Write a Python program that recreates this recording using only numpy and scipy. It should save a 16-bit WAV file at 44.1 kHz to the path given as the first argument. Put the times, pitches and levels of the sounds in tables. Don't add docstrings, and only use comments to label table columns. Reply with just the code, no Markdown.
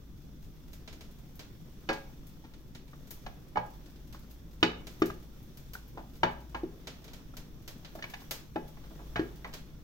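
import sys
import numpy as np
from scipy import signal
from scipy.fft import rfft, irfft
from scipy.io import wavfile
from scipy.ndimage import uniform_filter1d

SR = 44100
rng = np.random.default_rng(int(sys.argv[2]) if len(sys.argv) > 2 else 0)


def log_audio(samples):
    frames = np.atleast_2d(samples).T
    limited = np.clip(frames, -1, 1)
    pcm = np.round(limited * 32767).astype(np.int16)
    wavfile.write(sys.argv[1], SR, pcm)


N = 433503

# start_s, air_column_db, wall_db, brightness_db_per_octave, spoon_pitch_hz,
# spoon_level_db, free_ringing_of_wall_db, choke_as_spoon_settles_db
BLOWS = [(1.889, -28, -35.5, -2.5, 875, -44, -1, 1.5), (2.44, -53, -63.5, -0.5, 800, -48, -14, 2.5),
         (2.932, -61, -62.5, -5, 1200, -44, -10, -8), (3.263, -53, -47.5, -1.5, 884, -41, -7, -12),
         (3.557, -53, -43, -10.5, 890, -43, -1, -3.5), (3.571, -56, -37, -8.5, 885, -15, -5, -7.5),
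         (4.145, -73, -57, -1.5, 1076, -46, -23, -4), (4.628, -15.5, -26.5, -1, 3010, -17, -2.5, -9.5),
         (5.0193, -11, -38.5, 0.5, 1204, -17, -3.5, -14), (5.101, -87, -49.5, -2.5, 1243, -26.5, -14, -14),
         (5.752, -76, -58, -6, 1480, -30, -20, -12), (5.973, -40, -52.5, -7.5, 765, -58, -33, 0.5),
         (6.232, -28.5, -28.5, -5.5, 820, -19, -2.5, -5.5), (6.546, -39, -43, -4.5, 820, -35.5, -4.5, -4.5),
         (6.633, -24, -66, 0, 730, -39, -7, -9), (7.338, -72, -67, -11, 1340, -47, -4, -18),
         (7.952, -48, -58, -12, 645, -36.5, -14, -5.5), (7.989, -65, -53.5, -4, 1510, -64, -11, -18),
         (8.024, -49, -51, 3.5, 1830, -29, -5, -14), (8.04, -56, -47.5, -1.5, 2270, -29.5, -3.5, -12),
         (8.137, -75, -48, 2, 786, -50, -0.5, -21), (8.218, -79, -68, -4, 1070, -50, -5, -6),
         (8.558, -26.5, -45, -7, 744, -27, -1.5, -8.5), (8.77, -59, -66, -2.5, 1070, -53, -4, -9),
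         (8.838, -64, -63, -0.5, 1040, -57, -11, -3), (8.907, -53, -68, -11, 554, -48, -20, 2),
         (8.99, -52, -61, -8.5, 507, -52, -7, 2.5), (9.158, -76, -39, -5, 1612, -22, -3, -1),
         (9.194, -16, -48, -1.5, 1770, -33, -19, -11), (9.445, -63, -45.5, -5.5, 2070, -34, -6.5, -4.5)]
BLOW_BANDS = (145, 340, 850, 1600, 2500, 4500)
# pitch_hz, level_db, t60_s
AIR_MODES = [(121.8, -0.5, 0.46), (175.5, 4.5, 0.35), (243.5, 1.5, 0.32), (323.5, 1, .2), (346, -6.5, 0.1),
             (427.7, -11.5, 0.22)]
# pitch_hz, level_db, t60_s
WALL_MODES = [(549, -6, 0.18), (725, -17.5, 0.22), (735.4, -7, 0.1), (839, -0.5, 0.19), (857, -5, 0.22),
              (897, -13, 0.2), (1070, -24, 0.053), (1313, -7.5, 0.1), (1336, -2.5, 0.14), (1634, 3, 0.22),
              (1729, 3.5, 0.054), (1845, -6, 0.12), (1998, 1, 0.059), (2237, 0, 0.14), (2360, -6.5, 0.12),
              (2535, -1, 0.15), (2956, 7.5, 0.041), (3630, 2, 0.042), (4500, -18, 0.11)]
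# start_s, snap_db, fizz_db, side (1 right, -1 left)
BURSTS = [(0.7323, -52.5, -48.5, 1), (0.8768, -44.5, -60, 1), (0.928, -51, -56, 1), (1.009, -49, -56, 1),
          (1.3558, -70, -50, 1), (1.394, -44, -52.5, 1), (1.931, -43, -50, 1), (2.2694, -62, -49.5, -1),
          (2.5373, -55.5, -70, -1), (2.7505, -48, -59, -1), (2.879, -60, -92, 1), (3.073, -59.5, -55, 1),
          (3.1078, -49, -37, -1), (3.86, -58, -61, -1), (3.96, -60, -70, 1), (4.1266, -52.5, -53, 1),
          (4.1926, -66, -55, 1), (4.311, -61.5, -52, 1), (4.87, -44.5, -48.5, 1), (5.001, -70, -49, 1),
          (5.0585, -48, -39.5, 1), (5.429, -74, -55, 1), (5.5728, -54.5, -48.5, 1), (5.7352, -47, -41.5, 1),
          (5.8785, -108, -52, -1), (6.1555, -60, -60, 1), (6.872, -39, -51, 1), (7.0433, -52, -54, 1),
          (7.08, -50, -65, 1), (7.1342, -48, -52, 1), (7.369, -45, -45, 1), (7.678, -43, -43, 1),
          (7.848, -45, -66, 1), (7.953, -55.5, -51, 1), (8.1, -52, -50, 1), (8.204, -56, -57, 1),
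          (8.22, -73, -57, 1), (8.31, -34, -32, 1), (8.6796, -61.5, -53, 1), (9.53, -50, -74, 1),
          (9.5381, -41, -45.5, 1)]
BURST_BANDS = (900, 4000, 13000)
# delay_left_ms, delay_right_ms, gain (relative)
NEAR_WALLS = [(1.4, 1.044, -0.094), (3.7, 4.7, -0.48), (4.6, 4, 0.9), (6.5, 14, 0.99)]
# pitch_hz, t60_s
TAIL_DECAY = [(250, 0.28), (660, 0.38), (1740, 0.37), (4590, 0.35), (12100, 0.27)]
# pitch_hz, level_db (relative)
TAIL_COLOUR = [(200, -26.5), (450, 5), (900, -2.5), (3000, -3.5), (12000, -4)]
# pitch_hz, likeness (0 to 1)
LIKENESS = [(60, 0.72), (180, 1), (550, 0.57), (1650, 0.016), (4970, 0.037), (15000, 0.0089)]
# (per Hz, relative)
NOISE_COLOUR = [(20, -1.5), (90, -12), (250, -16), (400, -25.5), (700, -35.5), (1300, -38.5), (2000, -42),
                (4500, -42.5), (7000, -43.5), (16000, -44)]
# pitch_hz, width_hz, rise_db
HUM_HUMPS = [(145.5, 25.5, 8), (311, 9.9, 11.5), (3465, 380, 6), (5700, 600, 5.5)]
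# start_s, drone_db, rubbing_db, sizzle_db
BACKGROUND_LEVELS = [(0.0, -58, -68.5, -68), (2.11, -58.5, -64, -64.5), (2.76, -58, -69, -68.5),
                     (3.26, -59, -64, -63.5), (3.48, -66, -64, -68.5), (3.83, -54.5, -64, -65),
                     (4.52, -53.5, -67.5, -67.5), (4.76, -51.5, -58, -69), (4.95, -54.5, -62.5, -61.5),
                     (5.2, -49, -64, -66), (5.56, -59, -68, -64.5), (6.57, -48.5, -65.5, -66.5),
                     (7.01, -59, -61.5, -65), (7.69, -57, -65, -67), (8.16, -64, -63, -60),
                     (8.46, -60, -66, -66), (9.17, -48.5, -60, -61.5), (9.83, -61, -64.5, -68)]
# pitch_hz, left_over_right_db
LEFT_OVER_RIGHT = [(60, 0.5), (180, 2), (550, 0), (1650, 0.0), (4970, -3), (15000, 5.5)]
# pitch_hz, level_db
MIC_COLOUR = [(6500, 0.5), (8300, -5), (9500, -3.5), (11000, -7), (13000, 3), (15000, 3)]

THUD_DB = -15.5
NEAR_DB, NEAR_OCTAVES = 4.5, 0.44
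WOOD_ECHO_DB = -7.5
BODY_DB, LAG_MS, ECHO_DB = -9.5, 0.16, 7.5
RUMBLE_DB, EDGE_HZ = -50.5, 15900


def amp(db):
    return 10 ** (np.asarray(db) / 20)


def evened(x):
    return x / np.sqrt(np.mean(x ** 2) + 1e-20)


def read(points, hz):
    f, value = np.transpose(points)
    return np.interp(np.log(hz + 1), np.log(f + 1), value)


def add(mix, start_s, sound):
    part = mix[round(start_s * SR):][:len(sound)]
    part += sound[:len(part)]


def click(colour_db, size=512):
    log_gain = np.log(amp(np.r_[colour_db, colour_db[-2:0:-1]]))
    return np.fft.ifft(np.exp(np.conj(signal.hilbert(log_gain)))).real[:size]


def blow_force(air_db, wall_db, slope_db, wood_db):
    octaves = np.log2(np.array(BLOW_BANDS[2:]) / BLOW_BANDS[3])
    force_db = [wood_db + THUD_DB, air_db, *(wall_db + slope_db * octaves)]
    top = [(6800, force_db[-1] - 7.5), (10000, force_db[-1] - 19.5)]
    return list(zip(BLOW_BANDS, force_db)) + top


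def near_spoon(hz, wood_hz):
    return NEAR_DB / (1 + (np.log2((hz + 1) / wood_hz) / NEAR_OCTAVES) ** 2)


def wall_clack(noise, force, wood_hz, t, level_db=3, t60_s=0.12):
    hz = np.fft.rfftfreq(len(t), 1 / SR)
    wall = [(300, force[2][1] - 12)] + force[2:]
    per_hz = np.sqrt(SR / (hz + 100) / 2)
    colour = amp(read(wall, hz) + near_spoon(hz, wood_hz)) * per_hz
    return irfft(rfft(noise) * colour, len(t)) * amp(level_db - 60 * t / t60_s)


def spoon_contact(t, choke_db, rise_ms=0.9, settle_ms=10.0):
    ms = t * 1000
    return (1 - np.exp(-ms / rise_ms)) * amp(choke_db / (1 + np.exp(settle_ms - ms)))


def knocks(lag_ms=-0.18, spot_db=2.0, spread_rad=1.47, rise_turns=0.68, wood_t60_s=0.035):
    out = np.zeros((2, 2, N))
    t = np.arange(SR // 3) / SR
    hz, mode_db, t60_s = np.transpose(AIR_MODES + WALL_MODES)[:, :, None]
    in_wall = hz > 500
    build_up = 1 - np.exp(-t * hz / rise_turns)
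    opposed = np.pi * np.arange(len(hz))[:, None] * in_wall
    turn = 2 * np.pi * hz * t + opposed
    chance = rng.standard_normal((len(BLOWS), 2, len(hz), 1))
    noises = rng.standard_normal((len(BLOWS), len(t)))
    for blow, (spot, facing), noise in zip(BLOWS, chance, noises):
        start_s, air_db, wall_db, slope_db, wood_hz, wood_db, free_db, choke_db = blow
        force = blow_force(air_db, wall_db, slope_db, wood_db)
        ring_db = in_wall * (spot_db * spot + free_db + near_spoon(hz, wood_hz))
        decay = build_up * amp(read(force, hz) + mode_db + ring_db - 60 * t / t60_s)
        wood = amp(wood_db - 60 * t / wood_t60_s) * np.sin(2 * np.pi * wood_hz * t)
        clack = wall_clack(noise, force, wood_hz, t)
        contact = spoon_contact(t, choke_db)
        left_shift = spread_rad * facing * in_wall
        for mic, lag_s, shift in ((0, lag_ms / 1000, left_shift), (1, 0, 0)):
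            steel = (decay * np.sin(turn + shift)).sum(0) + clack
            add(out[0, mic], start_s + lag_s, contact * (steel + wood))
            add(out[1, mic], start_s + lag_s, contact * (steel + wood * amp(WOOD_ECHO_DB)))
    return out


def burst_click(snap_db, fizz_db, hz, gap_db=-0.5, top_db=-5, gain_db=24.0):
    body_db = snap_db + BODY_DB
    width_db = 10 * np.log10(np.array(BURST_BANDS) / 4000)
    body, snap, fizz = zip(BURST_BANDS, np.array([body_db, snap_db, fizz_db]) - width_db)
    gap = (8500, (snap[1] + fizz[1]) / 2 + gap_db)
    colour = [(200, body_db + 10), body, snap, gap, fizz, (16000, fizz[1] + top_db)]
    return click(read(colour, hz) + gain_db)


def small_crackles(hz, per_s=21.0, least_db=-53.5, spread_db=5.5):
    draw, size = rng.random(N), rng.exponential(1, N)
    bursts = (draw < per_s / SR) * amp(least_db + spread_db * np.minimum(size, 2))
    colour = [(300, -25), (1500, 0), (5000, 1.0), (14000, -1)]  # pitch_hz, level_db
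    return signal.oaconvolve(bursts, click(read(colour, hz)))[:N]


def crackles(small_echo_db=8.5):
    out, hz = np.zeros((2, 2, N)), np.fft.rfftfreq(1024, 1 / SR)
    for start_s, snap_db, fizz_db, side in BURSTS:
        pop = burst_click(snap_db, fizz_db, hz)
        left_s = start_s + np.sign(side) * LAG_MS / 1000
        for path, gain in zip(out, (1, amp(ECHO_DB))):
            add(path[0], left_s, gain * pop)
            add(path[1], start_s, gain * pop)
    return out + small_crackles(hz) * amp([0, small_echo_db])[:, None, None]


def kitchen(direct, sent, early_db=-18.0, count=3):
    early = np.zeros((2, SR // 50))
    for left_ms, right_ms, gain in NEAR_WALLS:
        at = [round(left_ms * SR / 1000), round(right_ms * SR / 1000)]
        early[[0, 1], at] += gain * amp(early_db)
    out = direct + signal.oaconvolve(sent, early, axes=1)[:, :N]
    turn = np.pi * np.arange(N) / SR / 2
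    for k in range(count):
        share = np.sqrt(2 / count) * np.cos(turn + np.pi * k / count)
        out += signal.oaconvolve(sent * share, echo_tail(), axes=1)[:, :N]
    return out


def echo_tail(start_ms=1.0, crowd_db=8.0, crowd_ms=10.0):
    size, step = SR // 2, 12
    taps = np.zeros((2, size))
    at = np.arange(0, size - step, step) + rng.integers(0, step, (2, (size - 1) // step))
    np.put_along_axis(taps, at, rng.choice([-1., 1.], at.shape), 1)
    hz, t, z = signal.stft(taps, SR, nperseg=512)
    same = np.clip(read(LIKENESS, hz), -1, 1)[:, None]
    z = np.array([z[0], same * z[0] + np.sqrt(1 - same ** 2) * z[1]])
    z *= amp(read(TAIL_COLOUR, hz)[:, None] - 60 * t / read(TAIL_DECAY, hz)[:, None])
    tail = signal.istft(z, SR, nperseg=512)[1][:, :size]
    ms = np.arange(size) / SR * 1000
    fade_in = np.clip(ms / start_ms - 1, 0, 1)
    tail *= fade_in * amp(crowd_db * np.exp(-ms / crowd_ms))
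    return tail / np.linalg.norm(tail[0])


def room_noise(hz, frames, patchy_db=1.0):
    a, b, c, d, patches = rng.standard_normal((frames, len(hz), 5)).T
    patches = uniform_filter1d(patches, size=16, axis=0)
    patches = evened(uniform_filter1d(patches, size=6, axis=1))
    same, left = np.clip(read(LIKENESS, hz), -1, 1)[:, None], a + 1j * b
    right = same * left + np.sqrt(1 - same ** 2) * (c + 1j * d)
    humps = sum(db / (1 + (2 * (hz - f) / width) ** 2) for f, width, db in HUM_HUMPS)
    colour_db = read(NOISE_COLOUR, hz) + humps
    return np.array([left, right]) * amp(colour_db[:, None] + patchy_db * patches)


def background(low_hz=444.0, high_hz=1630.0, grain_db=2.5):
    hz = np.fft.rfftfreq(2048, 1 / SR)
    z = room_noise(hz, frames=N // 512 + 5)
    low, under_high = (1 / (1 + (hz[:, None] / edge) ** 4) for edge in (low_hz, high_hz))
    bands = []
    for share in (low, under_high - low, 1 - under_high):
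        band = signal.istft(z * np.sqrt(abs(share)), nperseg=2048, noverlap=1536)[1]
        bands.append(evened(band[:, :N]))
    rumble, rub, sizzle = bands
    grain = evened(uniform_filter1d(rng.standard_normal(N), size=400))
    rub *= evened(amp(grain_db * grain))
    start_s, *levels = np.transpose(BACKGROUND_LEVELS)
    t = np.arange(N) / SR
    drone_gain, rub_gain, sizzle_gain = (amp(np.interp(t, start_s, db)) for db in levels)
    return rumble * amp(RUMBLE_DB) + drone() * drone_gain + rub * rub_gain + sizzle * sizzle_gain


def drone(hz=53.6, wander_hz=3.41, swell_db=1.5):
    slow = [uniform_filter1d(uniform_filter1d(noise, size=6000), size=6000)
            for noise in rng.standard_normal((2, N))]
    wander, swell = map(evened, slow)
    phase = 2 * np.pi * np.cumsum(hz + wander_hz * wander) / SR
    return np.sqrt(2) * amp(swell_db * swell) * np.sin(phase)


def scene(knock_echo_db=-6.0):
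    blows, blows_sent = knocks()
    pops, pops_sent = crackles()
    return kitchen(blows + pops, blows_sent * amp(knock_echo_db) + pops_sent) + background()


def record(dry):
    hz = np.fft.rfftfreq(N, 1 / SR)
    halves = np.array([[.5], [-.5]])
    colour = amp(halves * read(LEFT_OVER_RIGHT, hz) + read(MIC_COLOUR, hz))
    heard = irfft(rfft(dry) * colour, N)
    low_pass = signal.firwin(511, EDGE_HZ, window=("kaiser", 9), fs=SR)
    return signal.oaconvolve(heard, low_pass[None], "same")


dry = scene()
out = record(dry)
log_audio(out)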